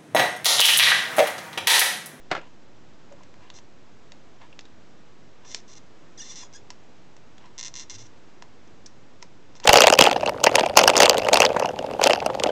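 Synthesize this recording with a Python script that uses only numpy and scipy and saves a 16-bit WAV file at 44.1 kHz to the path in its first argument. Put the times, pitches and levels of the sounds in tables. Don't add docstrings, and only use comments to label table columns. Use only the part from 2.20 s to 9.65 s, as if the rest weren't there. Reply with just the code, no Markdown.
import sys
import numpy as np
from scipy import signal
from scipy.fft import rfft, irfft, next_fast_len
from scipy.io import wavfile
from scipy.ndimage import map_coordinates

SR = 44100
rng = np.random.default_rng(int(sys.argv[2]) if len(sys.argv) > 2 else 0)


def master(y):
    cut = np.clip(np.atleast_2d(y).T, -1, 1)
    pcm = np.round(cut * 32767)
    wavfile.write(sys.argv[1], SR, pcm.astype(np.int16))


N = 328545


def amp(db):
    return 10 ** (np.asarray(db) / 20)


def along(points, hz):
    f, v = np.transpose(points)
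    return np.interp(np.log(hz + 1), np.log(f + 1), v)


def filtered(x, response):
    m = next_fast_len(len(x) + SR // 2)
    spectrum = rfft(x, m) * response(np.fft.rfftfreq(m, 1 / SR))
    return irfft(spectrum, m)[:len(x)]


def ringing(modes, damping=1, sign=-1):
    def resonance(f, center, width):
        return 1j * f * width / (center * center - f * f + 1j * f * width + 1e-9)

    def body(f):
        return sum(sign ** k * amp(db) * resonance(f, center, damping * width)
                   for k, (center, width, db) in enumerate(modes))

    ring = filtered(signal.unit_impulse(SR // 8), body)
    return ring / np.abs(ring).max()


def damped(hz, t60, attack):
    t = np.arange(SR // 8) / SR
    onset = 1 - np.exp(-t / attack)
    wave = np.sin(2 * np.pi * hz * t) * amp(-60 * t / t60) * onset
    return wave / np.abs(wave).max()


def add(track, s, sound):
    part = track[round(s * SR):][:len(sound)]
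    part += sound[:len(part)]


# (frequency [Hz], relative spectral level [dB])
HUSH_SPECTRUM = [(15, -37.5), (25, -9), (33, -19), (102, -2.5), (340, -4), (446, -7.5), (543, -8),
                 (584, -10), (678, -10.5), (1420, -16), (6530, -27), (8150, -32), (8990, -41), (11700, -90),
                 (19800, -120)]
# (frequency [Hz], rms level [dB])
MAINS_HUM = (51, -73.5)


def hush():
    noise = filtered(rng.standard_normal(N), lambda hz: amp(along(HUSH_SPECTRUM, hz)))
    drift = map_coordinates(rng.standard_normal(40), [np.arange(N) * 4 / SR])
    hum_hz, hum_db = MAINS_HUM
    hum = np.sqrt(2) * amp(hum_db) * np.sin(2 * np.pi * hum_hz * np.arange(N) / SR)
    return amp(-54 + 0.3 * drift) * noise / noise.std() + hum


# (frequency [Hz], decay time T60 [s])
WALL_DECAY = [(300, 0.27), (2000, 0.18), (8000, 0.14)]


def room(x):
    out, step = np.zeros(N), SR // 4
    for start in range(0, N, step):
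        hz, t, cells = signal.stft(rng.standard_normal(SR // 3), SR, nperseg=256)
        decay = amp(-60 * t / along(WALL_DECAY, hz)[:, None])
        tail = signal.istft(cells * decay, SR, nperseg=256)[1]
        tail = tail / np.linalg.norm(tail)
        add(out, start / SR + 0.0045, signal.fftconvolve(x[start:start + step], tail))
    return out


# (time [s], frequency [Hz], rms level [dB])
LOW_TONE = [(5.72, 75, -63), (5.76, 95, -53), (5.8, 119, -56.5), (5.84, 114, -50), (5.875, 105, -70)]


def swoop():
    s, hz, db = np.transpose(LOW_TONE)
    t = np.arange(N) / SR
    phase = 2 * np.pi * np.cumsum(np.interp(t, s, hz)) / SR
    level_db = np.interp(t, s, db, left=-120, right=-120)
    return np.sqrt(2) * amp(level_db) * np.sin(phase)


# (frequency [Hz], width [Hz], level [dB])
HOUSING_MODES = [(640, 340, -8.5), (973, 100, 4.5), (1686, 370, -6), (2830, 1200, -9.5)]
# (start of hold [s], hold [s], rms level in the hold [dB])
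FINGER_SLIDES = [(.19, 0.08, -54.5), (1.218, .058, -57), (2.216, 0.031, -52.5), (3.247, .005, -53),
                 (4.23, 0.0056, -51.5), (5.215, .05, -57.5), (7.44, .01, -45)]
GRIP_DB_PER_S, LET_GO_DB_PER_S = 796, 496


def fingers():
    clump_db = 3.2 * np.repeat(rng.standard_normal(N // 200 + 1), 200)[:N]
    grain = rng.standard_normal(N) * amp(clump_db)
    rub = signal.fftconvolve(grain, ringing(HOUSING_MODES))[:N]
    t, press = np.arange(N) / SR, np.zeros(N)
    for s, hold, db in FINGER_SLIDES:
        below_db = np.maximum(GRIP_DB_PER_S * (s - t), LET_GO_DB_PER_S * (t - s - hold))
        press += amp(db - np.maximum(0, below_db))
    return rub / rub.std() * press


# (frequency [Hz], width before damping [Hz], level [dB])
BENCH_MODES = [(216, 86, -19), (366, 77, -7.5), (596, 150, -2.5), (686, 93, -5.5), (847, 230, -8.5),
               (1093, 66, 1.5), (1380, 140, 1.5), (1690, 180, -6), (2100, 400, -7), (2540, 200, -20),
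               (3160, 340, -10.5), (4030, 160, -9.5), (4640, 200, -40), (6040, 1300, -36)]
# (time [s], level [dB])
TOOL_BOUNCES = [(0.1053, -33), (0.114, -7), (0.1504, -15), (.1655, -22), (.177, -25)]
# (delay [s], level relative to the bounce [dB], low-pass corner set by hardness [Hz])
TOOL_CONTACTS = [(0, -5, 4500), (.001, -3, 3000), (.0024, 0.4, 2500)]
RATTLE_DB, RATTLE_T60_S = -25, .1


def drop():
    out, t = np.zeros(N), np.arange(SR // 8) / SR
    bench = -ringing(BENCH_MODES, damping=1.3, sign=1)
    for bounce_s, bounce_db in TOOL_BOUNCES:
        for delay, part_db, corner_hz in TOOL_CONTACTS:
            s, db = bounce_s + delay, bounce_db + part_db
            rattle = amp(RATTLE_DB - 60 * t / RATTLE_T60_S) * rng.standard_normal(len(t))
            force = signal.unit_impulse(len(t)) + rattle
            blow = filtered(signal.fftconvolve(force, bench), lambda f: 1 / (1 + 1j * f / corner_hz) ** 2)
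            add(out, s, amp(db) * blow / np.abs(blow).max())
            bright = np.diff(rng.standard_normal(len(t) + 1))
            add(out, s, amp(db - 39 - 60 * t / 0.019) * bright)
    return out


# (frequency [Hz], width before damping [Hz], level [dB])
BOARD_MODES = [(1008, 93, -12), (1603, 68, -16), (1830, 60, -8.5), (2106, 115, -8), (2517, 40, -14.5),
               (2753, 130, -9.5), (3586, 125, -4.5), (3870, 83, -8.5), (4142, 107, -6), (4490, 110, -10),
               (4864, 58, -14), (5436, 150, -7.5), (5890, 75, -7), (6120, 94, -12.5), (6740, 59, -1),
               (7300, 200, -15.5), (7760, 180, -12), (8160, 450, -19)]


def board_ring(damping=1):
    return ringing(BOARD_MODES, damping=damping)


# (time [s], level [dB], snap frequency [Hz], snap decay T60 [s],
# board ring relative to tap level [dB], housing knock relative to tap level [dB])
BOARD_TAPS = [(0.924, -52, 6600, .01, -2, 8), (1.034, -51, 6360, 0.0074, 6, 2),
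              (1.1417, -49, 3420, .002, -17, 5), (1.3018, -32.5, 3670, 0.0034, -5, -9.5),
              (1.387, -53.5, 2740, 0.0074, 15, 12), (1.9201, -37.5, 4000, 0.0032, 0.5, -5),
              (2.328, -40, 2650, 0.0065, -22, -26), (2.392, -28, 3350, 0.0022, -7, -18),
              (2.409, -43, 5050, .005, -5, -19), (2.454, -44.5, 3800, 0.0087, -8, -15),
              (3.3466, -13, 4800, 0.002, -7.5, -19.5), (4.5038, -31.5, 5560, 0.0075, 0, -2),
              (4.966, -50.5, 5440, .006, 8, 4), (5.181, -43.5, 3140, 0.0059, 0, -2),
              (5.258, -51, 5500, 0.006, 2, -16), (6.2233, -37.5, 4660, 0.0047, 0.5, 5),
              (6.476, -54, 6000, .008, -3, -9), (6.661, -34, 5430, 0.0058, -15, -29),
              (6.664, -32.5, 5830, 0.0077, -23, -29), (7.026, -33, 5130, 0.005, 1.5, -2.5),
              (7.028, -33.5, 2100, 0.0017, -15, -4.5), (7.3538, -41.5, 5000, .005, -13, 0.5),
              (7.4007, -36, 4830, 0.0027, 0.5, -4.5), (7.435, -46, 2500, 0.0036, 7, 2),
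              (7.4403, -25.5, 3350, 0.0028, -11, -18)]
# (time [s], peak level [dB], frequency [Hz], decay T60 [s])
PART_PINGS = [(.9155, -41.5, 570, 0.054), (.921, -44, 564, 0.1), (.9365, -46.5, 544, 0.045),
              (1.008, -44.5, 1010, 0.02)]


def taps():
    out, t = np.zeros(N), np.arange(SR // 8) / SR
    board = board_ring(damping=1.6)
    housing = ringing(HOUSING_MODES)
    for s, db, hz, t60, ring_db, knock_db in BOARD_TAPS:
        click = amp(-9.0) * damped(0.66 * hz, 0.0026, .0001)
        snap = damped(hz, t60, .04 * t60) + click
        grit = signal.fftconvolve(rng.standard_normal(len(t)), damped(hz, 0.00077, .0001))[:len(t)]
        crackle = amp(-9.0 - 60 * t / (4 * t60)) * grit / grit.std()
        bodies = amp(ring_db) * board + amp(knock_db) * housing
        add(out, s, amp(db) * (snap + crackle + bodies))
    for s, db, hz, t60 in PART_PINGS:
        add(out, s, amp(db) * damped(hz, t60, 0.00091))
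    return out


# (time [s], peak level [dB])
SINGLE_SLIPS = [(3.554, -39), (4.15, -36), (4.157, -31), (4.328, -43), (4.3352, -43), (5.38, -26.5),
                (5.3869, -24.5), (5.3935, -23), (5.4, -24), (5.411, -22), (5.429, -22), (5.437, -24),
                (5.448, -24.5), (5.454, -24.5), (5.458, -27), (5.4624, -23.5), (5.4683, -29), (5.473, -27),
                (5.4813, -25), (5.5405, -26.5), (5.5544, -25.5), (5.5626, -24.5), (5.5702, -27),
                (5.576, -27), (5.5863, -30.5), (5.5965, -24), (5.603, -26), (5.6363, -39), (5.698, -26)]
# (start [s], length [s], first rate [Hz], last rate [Hz], first level [dB], last level [dB],
# unevenness [0-1], drive of the tip's swing relative to the slips [dB])
TIP_SLIDES = [(1.337, .022, 863, 856, -58, -49, .75, -10), (1.359, .04, 880, 908, -52.5, -61, .8, -12),
              (3.247, .07, 890, 1097, -58, -44.5, .35, -7), (3.314, .09, 1094, 893, -45, -55.5, .6, -7),
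              (3.478, .065, 751, 189.5, -56, -48.5, .3, -6), (3.561, .022, 417, 221, -51.5, -49, .1, -6),
              (3.975, .012, 2080, 1630, -47.5, -45, .05, -13),
              (3.986, .013, 1634, 1643, -45, -36.5, 0.01, -13),
              (4.0, .012, 2840, 2930, -41, -40.5, .05, -10),
              (4.012, .013, 1718, 1875, -41.5, -40, .12, -13),
              (4.025, .013, 1890, 1680, -43, -48, 0.07, -13), (4.037, .054, 698, 647, -47, -47, .25, -15),
              (4.092, .018, 1170, 1178, -43.5, -39.5, 0.1, -13),
              (4.11, .036, 690, 220.6, -40, -52, .2, -15), (4.1587, .06, 338, 796, -42, -44.5, .2, -7),
              (4.218, .022, 1726, 1674, -45, -44, 0.07, -2), (4.241, .034, 1700, 1660, -53, -60.5, .05, -4),
              (4.335, .009, 700, 700, -46, -49, .4, 0), (4.345, .02, 1628, 1668, -49, -42, .04, 15),
              (4.363, .026, 1633, 1760, -46, -61.5, .02, 16), (5.578, .016, 199.7, 202, -44, -45, 0.3, -8),
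              (5.607, .03, 399.5, 406, -41, -50.5, .3, -8), (5.7, .04, 339, 702, -40, -51, 0.4, -6),
              (5.738, .025, 751, 1284, -45, -43, .25, -6), (5.782, .047, 552, 598, -50, -50.5, .4, -9),
              (5.833, .038, 1224, 948, -58.5, -55, 0.4, -6), (7.02, .007, 886, 890, -54, -58, .75, -10),
              (7.359, .022, 892, 896, -55, -60, .7, -10), (7.441, .008, 868, 870, -42, -38, 0.8, -10)]
SLIDE_EDGE_S = .003


def slips():
    one = damped(5780, 0.0034, 0.00019) + amp(-4.5) * board_ring()
    one = one / np.abs(one).max()
    kicks, shakes = np.zeros((2, N + 16))
    for s, db in SINGLE_SLIPS:
        kicks[round(s * SR)] = amp(db)
    for s, length, first_hz, last_hz, first_db, last_db, uneven, swing_db in TIP_SLIDES:
        t = np.arange(0, length, 1 / SR)
        glide = first_hz * (last_hz / first_hz) ** (t / length)
        slip = np.flatnonzero(np.diff(np.floor(np.cumsum(glide) / SR + .5)))
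        at, rate, loose = t[slip], glide[slip], np.clip(uneven, 0, 1)
        chance = rng.standard_normal((len(at), 2))
        edge = np.clip(np.minimum(at, length - at) / SLIDE_EDGE_S + .5, 0, 1)
        level_db = first_db + (last_db - first_db) * at / length + 5.7 * loose * chance[:, 0]
        size = edge * amp(level_db) * np.sqrt(SR / rate) / np.linalg.norm(one)
        jitter = 0.617 * loose * chance[:, 1] / rate
        place = np.minimum(s + at + jitter, N / SR) * SR
        near = np.floor(place)[:, None] + np.arange(-7, 9)
        pulse = size[:, None] * np.sinc(near - place[:, None]) * np.hanning(18)[1:-1]
        np.add.at(kicks, near.astype(int), pulse)
        np.add.at(shakes, near.astype(int), amp(swing_db) * pulse * (1 - loose) ** 6)
    tip = amp(-30) * damped(1520, .015, .0002)
    return (signal.fftconvolve(kicks, one) + signal.fftconvolve(shakes, tip))[:N]


def scene():
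    board, tool = slips() + taps() + fingers(), drop()
    echo = np.zeros(N)
    add(echo, .0029, amp(-12.5) * board)
    reverb = room(amp(-12.5) * board + amp(-16.0) * tool)
    return (board + echo + tool + reverb + swoop() + hush())[None]


def record(dry):
    def response(f):
        rolloff = 1 / (1 + (f / 8250) ** 30)
        notch = 1 - .9 / (1 + 1j * (f - 4392) / 25)
        return rolloff * notch * (f < 9146)

    return filtered(dry[0], response)[None] + .009


dry = scene()
out = record(dry)
master(out)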